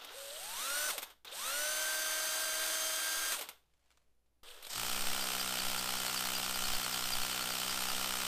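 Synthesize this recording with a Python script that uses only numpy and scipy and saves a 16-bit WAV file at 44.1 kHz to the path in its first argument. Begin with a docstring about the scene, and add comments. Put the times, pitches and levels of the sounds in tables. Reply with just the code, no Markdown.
"""A cordless drill growls at a crawl, whines upward as the trigger is squeezed, and brakes with a clack.
It runs free again, long and at full speed: gear teeth rattle, and shaft harmonics sweep through the
housing's resonances. Fingers shift on the grip. Then it bores into concrete in hammer mode: a ratchet
pounds the bit, grit grinds, and the cutting edges squeak by stick-slip up to twice a turn.
The fan's draught buffets the microphone, and a small workshop reverberates."""
import sys
import numpy as np
from scipy import signal
from scipy.fft import rfft, irfft
from scipy.io import wavfile
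from scipy.ndimage import uniform_filter1d

SR = 44100
rng = np.random.default_rng(int(sys.argv[2]) if len(sys.argv) > 2 else 0)


def wav_out(sig):
    """Save sig, one row per channel (or a flat mono array), as 16-bit PCM at SR to the path in sys.argv[1]."""
    wavfile.write(sys.argv[1], SR, np.round(np.clip(np.atleast_2d(sig).T, -1, 1) * 32767).astype(np.int16))


N = 364689
TIME = np.arange(N) / SR
FULL_SPEED_HZ, MESH_ORDER = 315, 5  # shaft turns per s, tooth meshings per turn
WALL_S, SEATED_S = 4.432, 4.635  # the drill is at the wall; the bit is seated


def amp(db):
    return 10 ** (np.asarray(db) / 20)

def unit(x):
    return x / np.sqrt(np.mean(x ** 2) + 1e-20)

def curve(rows, column=1, outside=None):
    """Linear interpolation of one column of a time table at every sample."""
    rows = np.array(rows)
    return np.interp(TIME, rows[:, 0], rows[:, column], outside, outside)

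def at_frequency(points, hz):
    """Interpolation of a table on a log-frequency axis."""
    f, value = np.transpose(points)
    return np.interp(np.log(hz + 1), np.log(f + 1), value)

def add(mix, s, sound):
    """Superposition of a sound from time s on."""
    part = mix[max(round(s * SR), 0):][:len(sound)]
    part += sound[:len(part)]

def wander(hz):
    """Band-limited random fluctuation of rms 1, up to about hz."""
    knots = rng.standard_normal(int(N / SR * hz * 2) + 2)
    smooth = signal.resample(knots, len(knots) * 8)
    return unit(np.interp(TIME * hz * 16, np.arange(len(smooth)), smooth))

def grains(per_s):
    """Shot noise: dense tiny impacts of random size."""
    return unit(rng.standard_normal(N) * (rng.random(N) < per_s / SR))

def resonance_db(resonances, hz):
    """Resonance: bell-shaped peaks and dips, summed in dB."""
    return sum(db / (1 + (2 * (hz - f) / width) ** 2) for f, width, db in resonances)

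def colour(x, spectrum, resonances=()):
    """A body as a minimum-phase filter of unit energy: a broad spectrum lifted by resonances."""
    hz = abs(np.fft.fftfreq(4096, 1 / SR))
    gain = amp(at_frequency(spectrum, hz) + resonance_db(resonances, hz))
    response = np.exp(np.conj(signal.hilbert(np.log(gain))))
    taps = np.fft.ifft(response).real[:2048]
    return signal.oaconvolve(x, taps / np.linalg.norm(taps))[:N]


# Free runs: trigger closes t/s, pulled home t/s, let go t/s, chuck at rest t/s, top speed f/Hz,
# coasting chuck level/dB
FREE_RUNS = [(0.0, 0.455, 0.886, 1.114, 306.5, -59.5), (1.247, 1.284, 3.322, 3.54, 310, -65)]
# Shaft speed with the trigger feathered: t/s, f/Hz
FEATHERED_SPEED = [(0, 50), (0.1, 60), (0.17, 110), (0.3, 112), (0.37, 126), (0.44, 159), (0.56, 193)]
# Shaft speed while the bit is being seated: t/s, f/Hz
SEATING_SPEED = [(4.43, 76), (4.5, 101), (4.62, 76), (4.67, 110)]
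# Ratchet blow rate, which sets the shaft speed under load: t/s, f/Hz
BLOW_RATE = [(4.735, 41.82), (4.8, 57.32), (4.97, 64.82), (5.1, 64.8), (5.55, 62.71), (6.25, 63.02),
             (6.85, 62.08), (7.35, 62.4), (7.7, 63.22), (8.25, 63.06)]

def motor():
    """Inertia: free speed rises and falls exponentially. Returns speed in Hz and where current flows."""
    spin_up_s, brake_s, crawl_hz, warming_hz_per_s, turns_per_blow = 0.105, 0.074, 45, 4.5, 4.46
    speed, powered = np.zeros(N), TIME > WALL_S
    feathered = np.maximum(curve(FEATHERED_SPEED, outside=0), crawl_hz)
    for closes, pulled, let_go, _, top, _ in FREE_RUNS:
        held = np.maximum(np.minimum(TIME, let_go) - pulled, 0)
        driven = (top + warming_hz_per_s * held) * (1 - np.exp(-held / spin_up_s))
        braking = np.exp(-np.maximum(TIME - let_go, 0) / brake_s)
        speed = np.where(TIME >= closes, np.maximum(driven, feathered) * braking, speed)
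        powered = powered | ((TIME >= closes) & (TIME < let_go))
    loaded = curve(SEATING_SPEED + [(s, rate * turns_per_blow) for s, rate in BLOW_RATE])
    return np.where(TIME > WALL_S, loaded, speed), powered


# Rattle spectra at a crawl, at low speed and at high speed: f/Hz, level/dB
GEARS_CRAWL = [(120, -45), (200, -28), (421, -5.5), (1190, -4), (1320, -2), (2280, -10), (3530, -1.5),
               (4240, -8.5), (9960, -23), (11100, -19), (15400, -20)]
GEARS_SLOW = [(150, -34.5), (300, -23), (480, -17.5), (600, -14), (1000, -15), (1450, -10.5), (2100, -16.5),
              (3400, -9.5), (4400, -11.5), (5100, -15), (7000, -15.5), (8600, -7.5), (9900, -19),
              (11700, -14), (15400, -24.5)]
GEARS_FAST = [(35, -61), (60, -20.5), (129, -32), (259, -24), (312, -18), (485, -14), (626, -8.5),
              (753, -9.5), (1580, -6), (2460, -7.5), (3490, -6.5), (6830, -8.5), (8820, -12),
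              (14400, -10.5), (15400, -15.5)]
# Gearbox resonances: f/Hz, width/Hz, gain/dB
GEARBOX_MODES = [(1380, 270, 4.5), (3550, 350, 3), (8760, 1520, 8.5), (12300, 500, 3.5)]

def gear_rattle(speed, turns, powered):
    """Amplitude modulation: tooth and brush noise pulses with the shaft; speed sets level and colour."""
    teeth_db, braking_db, brush_db, coast_fade_s = -38, 3, -53.5, 0.017
    distance_db, load_db = -6.5, -2  # farther off at the wall, then damped by the load
    teeth = amp(teeth_db + braking_db * ~powered) * (speed / FULL_SPEED_HZ) ** 1.3
    level = np.hypot(teeth, amp(brush_db) * powered)
    for _, _, let_go, at_rest, _, coast_db in FREE_RUNS:
        coasting = (TIME > let_go) * np.exp(-np.maximum(TIME - at_rest, 0) / coast_fade_s)
        level = np.hypot(level, amp(coast_db) * coasting)
    level *= amp(distance_db * (TIME > WALL_S) + load_db * (TIME > SEATED_S))
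    angle = 2 * np.pi * turns
    pulsing = 1 + 0.15 * np.cos(angle) + 0.16 * np.cos(angle * MESH_ORDER) + 0.086 * wander(90)
    rattle = rng.standard_normal(N) * pulsing
    moving = np.clip((speed - 65) / 50, 0, 1)
    fast = np.clip((speed - 150) / 140, 0, 1)
    slow_rattle = (1 - moving) * colour(rattle, GEARS_CRAWL) + moving * colour(rattle, GEARS_SLOW)
    return level * ((1 - fast) * slow_rattle + fast * colour(rattle, GEARS_FAST, GEARBOX_MODES))


# Armature and fan partials at full speed: shaft order, level/dB
SHAFT_PARTIALS = [(1, -66), (4, -58), (6, -62), (7, -59), (9, -61.5), (13, -56.5), (18, -59), (23, -62.5),
                  (25, -55.5), (28, -59.5), (29, -57), (30, -55.5), (34, -65.5), (40, -61.5)]
# Gear-mesh partials at full speed: mesh harmonic, level/dB, share of the sway, exponent of speed
MESH_PARTIALS = [(1, -45.5, 1.0, 2.07), (2, -51.5, -0.8, 2.8), (3, -49, 0.3, 3.1), (4, -46.5, -0.25, 6.5)]
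# Sway as the drill turns in the hand: t/s, mesh gain/dB, hum gain/dB
SWAY = [(0.6, 0.5, -5), (0.8, 3.5, -1), (1.45, 1, -2), (1.66, -0.5, 2.5), (1.9, 3.5, -1), (2.3, -1, 0),
        (2.66, -1, 0), (2.85, -8.5, 2), (3.03, 0.5, -4), (3.3, 0.5, -7)]
# Housing resonances and dips: f/Hz, width/Hz, gain/dB
HOUSING_MODES = [(562, 190, 12), (1410, 200, 4), (2730, 400, 3.5), (3760, 450, 6.5), (4500, 350, -7),
                 (5400, 450, -1.5), (6010, 1100, 13.5), (8740, 800, 14.5)]

def whine(speed, turns):
    """Forced vibration: shaft harmonics grow with speed and flare as they cross housing resonances."""
    distance_db, load_db, hop = -6, -6.5, 64
    partials = [(order, db, 1.78) for order, db in SHAFT_PARTIALS]  # order, level/dB, exponent of speed
    partials += [(2, -51 + curve(SWAY, 2), 3.7)]  # armature hum
    partials += [(MESH_ORDER * k, db + share * curve(SWAY), exponent)
                 for k, db, share, exponent in MESH_PARTIALS]
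    slow, quick, out = wander(5), wander(70), np.zeros(N)
    shaft_hz = speed[::hop]
    for order, db, exponent in partials:
        flare_db = resonance_db(HOUSING_MODES, order * shaft_hz)
        flare_db -= resonance_db(HOUSING_MODES, order * FULL_SPEED_HZ)
        growth = amp(flare_db) * (shaft_hz / FULL_SPEED_HZ) ** exponent
        level = amp(db) * np.repeat(growth, hop)[:N]
        shifts = rng.integers(0, N, 3)
        waver = 1 + 0.15 * order / (order + 6) * np.roll(slow, shifts[0])
        waver += 0.11 * np.roll(quick, shifts[1])
        backlash = (0.13 + 0.0069 * order) * np.roll(quick, shifts[2])
        out += level * waver * np.sqrt(2) * np.sin(2 * np.pi * order * turns + backlash + shifts[0])
    return out * amp(distance_db * (TIME > WALL_S) + load_db * (TIME > SEATED_S))


# Spectrum of the workshop's background: f/Hz, level/dB
ROOM_TONE = [(20, -1), (35, -8.5), (90, -9.5), (160, -13), (560, -17), (1140, -26.5), (4500, -30.5),
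             (8700, -33.5), (11000, -29.5), (15400, -39)]

def room_tone():
    """Stationary background: coloured noise and a pure tone of mains hum."""
    hum = amp(-81.5) * np.sqrt(2) * np.sin(2 * np.pi * 59.5 * TIME)
    return amp(-81) * colour(rng.standard_normal(N), ROOM_TONE) + hum


# The fan's jet hits the microphone squarely: centre t/s, duration/s, level/dB
GUSTS = [(1.53, 0.22, -48), (5.0, 0.64, -40), (5.683, 0.18, -45), (6.4, 0.39, -48), (6.73, 0.16, -35.5),
         (7.16, 0.36, -37), (7.89, 0.59, -45)]

def fan_draught(speed):
    """Turbulence: low-frequency pressure fluctuations grow with fan speed and swell in gusts."""
    free_db, wall_db, still_air_db, swing_db = -61.5, -49.5, -75.5, 4
    hz = np.fft.rfftfreq(N, 1 / SR)
    buffeting = unit(irfft(rfft(rng.standard_normal(N)) / (1 + (hz / 8) ** 2.5) * (hz > 2), N))
    draught_db = np.where(TIME > WALL_S, wall_db, free_db) + swing_db * wander(3)
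    draught = amp(draught_db) * speed / FULL_SPEED_HZ
    for s, length, db in GUSTS:
        add(draught, s - length / 2, amp(db) * np.hanning(int(length * SR)))
    return (amp(still_air_db) + draught) * buffeting


SQUEAL_S = 0.04

def squeal(hz, fall, rough):
    """Stick-slip oscillation: a short, jittery tone that sags in pitch."""
    ramp = np.linspace(-1, 1, int(SQUEAL_S * SR))
    jitter = unit(uniform_filter1d(rng.standard_normal(len(ramp)), 40))
    pitch = hz * (1 - fall * ramp + rough * jitter)
    return np.hanning(len(ramp)) * 2 * np.sin(2 * np.pi * np.cumsum(pitch) / SR)


# Chirps of the motor's brushes: t/s, level/dB
BRUSH_CHIRPS = [(0.02, -57.5), (0.09, -55), (0.305, -54), (0.361, -51), (1.28, -52), (1.325, -50),
                (4.482, -54), (4.513, -57), (4.653, -51.5)]

def brush_chatter():
    """Stick-slip friction: the brushes chatter while the motor turns slowly."""
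    out = np.zeros(N)
    for s, db in BRUSH_CHIRPS:
        add(out, s - SQUEAL_S / 2, amp(db) * squeal(hz=3410, fall=0.05, rough=0.16))
    return out


# Clacks of trigger, brake and spindle lock, and of the bit meeting the wall:
# t/s, level/dB, T60/s, strength of the first tick (0-1)
CLACKS = [(0.046, -29.5, 0.034, 0), (0.884, -27, .046, 0.1), (0.902, -18.5, 0.042, 0.1),
          (0.981, -20.5, 0.071, 0.55), (1.021, -28, 0.056, 0.3), (1.028, -23, 0.065, 0.1),
          (1.101, -39.5, 0.063, 0.2), (1.248, -34, 0.025, 0.2), (3.322, -23, 0.072, 0.75),
          (3.39, -23.5, 0.041, 0), (3.411, -22, .04, 0.26), (3.42, -25.5, 0.12, 0.2),
          (3.489, -26.5, 0.067, 0.4), (4.433, -48, .05, .1), (4.626, -33, 0.077, .2), (4.648, -31, .03, .1),
          (4.667, -28, 0.044, 0)]
# Spectrum of a clack: f/Hz, level/dB
CLACK_SPECTRUM = [(88, -42.5), (150, -21), (582, -3), (1900, -10.5), (2130, -2), (2350, -3.5),
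                  (6080, -10.5), (8120, -12), (10100, -16.5), (12900, -6.5), (15400, -16.5)]

def clacks():
    """Impact excitation: hard parts strike with a tick, 4 ms of chatter and an exponential ring-down."""
    out, t = np.zeros(N), np.arange(SR // 5) / SR
    for s, db, t60, tick in CLACKS:
        ring_down = amp(-60 * np.maximum(t - 0.004, 0) / t60)
        rattle = 0.15 * rng.standard_normal(len(t)) * ring_down
        rattle[0] += 4 * tick
        add(out, s, amp(db) * rattle)
    return colour(out, CLACK_SPECTRUM, GEARBOX_MODES)


# Finger knocks: t/s, level/dB, T60/s
FINGER_KNOCKS = [(3.737, -72, .03), (3.858, -75, .09), (3.905, -63, 0.028), (3.914, -62, .025),
                 (3.922, -69, 0.055), (3.973, -63, 0.04), (4.017, -78, .04), (4.26, -83, 0.11)]
# Rub of the palm: t/s, level/dB
PALM_RUB = [(3.55, -90), (3.8, -83.5), (3.92, -78.5), (4.08, -89.5), (4.2, -100)]
# Response of the plastic grip: f/Hz, level/dB
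GRIP_SPECTRUM = [(150, -19.5), (600, 0), (1300, -2), (3000, -3), (6000, -8), (8300, -8), (10000, -16),
                 (15000, -19)]

def handling():
    """Damped impacts and sliding friction: the hand shifts on the plastic grip."""
    knocks, t = np.zeros(N), np.arange(SR // 5) / SR
    for s, db, t60 in FINGER_KNOCKS:
        add(knocks, s, amp(db) * rng.standard_normal(len(t)) * amp(-60 * t / t60))
    rub = amp(curve(PALM_RUB, outside=-200)) * grains(4000)
    return colour(knocks + rub, GRIP_SPECTRUM)


BLOW_TIME = np.arange(SR // 40) / SR

def tooth_train(cycles, delay_s, jitter_s, spread_db):
    """A quasi-periodic impulse train: one impulse a ratchet tooth, uneven in time and size."""
    starts = np.flatnonzero(np.diff(np.ceil(cycles)) > 0)
    late, size = rng.standard_normal((2, N))[:, :len(starts)]
    arrivals = starts + (delay_s + jitter_s * late) * SR
    out = np.zeros(N)
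    out[np.clip(arrivals, 0, N - 1).astype(int)] = amp(spread_db * size)
    return out

def swell(hits, rise_s, decay_s):
    """Convolution gives each impulse an envelope of grit that rises and decays."""
    envelope = (1 - np.exp(-BLOW_TIME / rise_s)) * np.exp(-BLOW_TIME / decay_s)
    return unit(signal.oaconvolve(hits, envelope)[:N])


# Spectrum of grinding concrete: f/Hz, level/dB
GRIND_SPECTRUM = [(150, -13), (600, -4.5), (1350, -2.5), (2000, -1), (3100, 0.5), (5200, 4.5), (6600, -1),
                  (7800, 2), (9000, -1), (10400, -25), (12200, 0.5), (13600, -7), (15400, -22)]
# Resonances of bit and spindle: f/Hz, width/Hz, gain/dB
BIT_MODES = [(736, 270, 4.5), (1323, 250, 4.5), (3085, 150, 5)]

def grinding(blows, rebounds, slips):
    """Abrasion: continuous shot noise from grit surges at each slip, blow and rebound."""
    scrape = 1.86 + 0.5 * swell(blows, rise_s=0.00053, decay_s=0.0021)
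    scrape += 0.33 * swell(slips, rise_s=0.00033, decay_s=0.0016)
    scrape += 0.077 * swell(rebounds, rise_s=0.00039, decay_s=0.0013)
    grit = unit(grains(16000) * scrape * amp(0.31 * wander(45)))
    return colour(grit, GRIND_SPECTRUM, BIT_MODES)


# Spectrum of a hammer blow: f/Hz, level/dB
BLOW_SPECTRUM = [(300, -20.5), (450, -12), (580, -5.5), (800, -2), (1000, -2), (1350, 0.5), (1900, -4.5),
                 (3000, 1.5), (3500, -1.5), (6500, -26), (8700, -2), (10500, -11), (15000, -8)]

def bit_impacts(blows, rebounds):
    """Impulse response: spindle and chuck spread each blow into the same short rattle; grit crunches."""
    rattle = rng.standard_normal(len(BLOW_TIME)) * BLOW_TIME * np.exp(-BLOW_TIME / 0.0012)
    flat_rattle = irfft(np.exp(1j * np.angle(rfft(rattle))))
    knocks = unit(signal.oaconvolve(blows, flat_rattle)[:N])
    crushing = swell(blows, rise_s=0.0012, decay_s=0.0037)
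    crushing += 0.19 * swell(rebounds, rise_s=0.0005, decay_s=0.0022)
    crunch = unit(grains(20000) * crushing)
    impact = colour(0.81 * knocks + 0.49 * crunch, BLOW_SPECTRUM, BIT_MODES)
    # keep only the blow's bright crack; the body's buzz supplies the bass
    return signal.sosfilt(signal.butter(6, 450, "high", fs=SR, output="sos"), impact)


# Recoil of the tool's body: harmonic of the blow rate, level/dB
RECOIL_HARMONICS = [(1, -30.5), (2, -24), (3, -22), (4, -24.5), (5, -27.5), (6, -27.5), (7, -28.5),
                    (8, -32)]

def recoil(cycles):
    """Periodic reaction force: the body buzzes in slightly unsteady harmonics of the blow rate."""
    buzz = np.zeros(N)
    for order, db in RECOIL_HARMONICS:
        level = amp(db) * (1 + 0.13 * wander(20))
        buzz += level * np.sqrt(2) * np.cos(2 * np.pi * (order * cycles + rng.random()))
    return buzz

def hammer(cycles):
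    """Repeated impact: each ratchet tooth slips off, slams the bit into the wall and rebounds."""
    contact_s, rise_s, push_db, bite_blows = 4.69, 0.013, -37, 1.9
    blows = tooth_train(cycles, delay_s=0.0003, jitter_s=0.00008, spread_db=1.03)
    rebounds = tooth_train(cycles, delay_s=0.005, jitter_s=0.0004, spread_db=3.0)
    slips = tooth_train(cycles, delay_s=-0.00326, jitter_s=0.0003, spread_db=4.5)
    impact = amp(-7) * bit_impacts(blows, rebounds)
    grind = amp(-5) * grinding(blows, rebounds, slips)
    bite = np.clip(cycles / bite_blows, 0, 1)
    push = amp(push_db) * np.clip((TIME - contact_s) / rise_s, 0, 1)
    return push * (bite * (impact + recoil(cycles)) + grind)


# The bit's two edges: from t/s, until t/s, place in the turn/blows, level/dB, f/Hz, relative pitch fall
CUTTING_EDGES = [(5.1, 8.0, 5.8, -43.5, 4660, 0.055), (5.8, 7.7, 11.8, -45.5, 4370, 0.015)]

def bit_squeaks(cycles):
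    """Stick-slip friction: each cutting edge catches at the same spot of every turn."""
    blows_per_turn, spread_db, pitch_spread = 12, 2, 0.016
    out = np.zeros(N)
    for first, last, place, db, hz, fall in CUTTING_EDGES:
        catches = TIME[1:][np.diff((cycles - place) // blows_per_turn) > 0]
        for s, (size, detune) in zip(catches, rng.standard_normal((len(catches), 2))):
            if first < s < last:
                tone = squeal(hz * (1 + pitch_spread * detune), fall, rough=0.031)
                add(out, s - SQUEAL_S / 2, amp(db + spread_db * size) * tone)
    return out


# Reverberation time of the workshop: f/Hz, T60/s
ROOM_T60 = [(150, 0.5), (1000, 0.29), (4000, 0.27), (12000, 0.3)]

def room(x, wet_db):
    """Reverberation: sparse reflections decay exponentially, the bass most slowly."""
    taps = rng.standard_normal(SR // 2) * (rng.random(SR // 2) < 0.1)
    taps[:SR // 300] = 0  # gap before the first reflection
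    hz, t, spectra = signal.stft(taps, SR, nperseg=256)
    decay = amp(-60 * t / at_frequency(ROOM_T60, hz)[:, None])
    tail = signal.istft(spectra * decay, SR, nperseg=256)[1]
    return x + amp(wet_db) * signal.oaconvolve(x, tail / np.linalg.norm(tail))[:N]

def scene():
    """Superposition of drill, wall and air, the same in both channels."""
    speed, powered = motor()
    hammering = TIME >= BLOW_RATE[0][0]
    unrest = 0.00071 * wander(25) + 0.02 * wander(12) * hammering  # the shaft stumbles under load
    turns = np.cumsum(speed * (1 + unrest)) / SR
    cycles = np.cumsum(curve(BLOW_RATE) * hammering) / SR  # ratchet blows so far
    rattles = gear_rattle(speed, turns, powered) + clacks() + handling()
    drill = room(rattles, wet_db=-12.5) + whine(speed, turns)
    pounding = hammer(cycles)
    friction = (bit_squeaks(cycles) + brush_chatter()) * (1 + 0.3 * wander(120))
    mono = drill + room(pounding + friction, wet_db=-15) + room_tone() + fan_draught(speed)
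    return np.array([mono, mono])

def record(dry):
    """Band limiting: a linear-phase low-pass at 15450 Hz."""
    low_pass = signal.firwin(511, 15450, window=("kaiser", 9), fs=SR)
    return signal.oaconvolve(dry, low_pass[None], "same")


dry = scene()
out = record(dry)
wav_out(out)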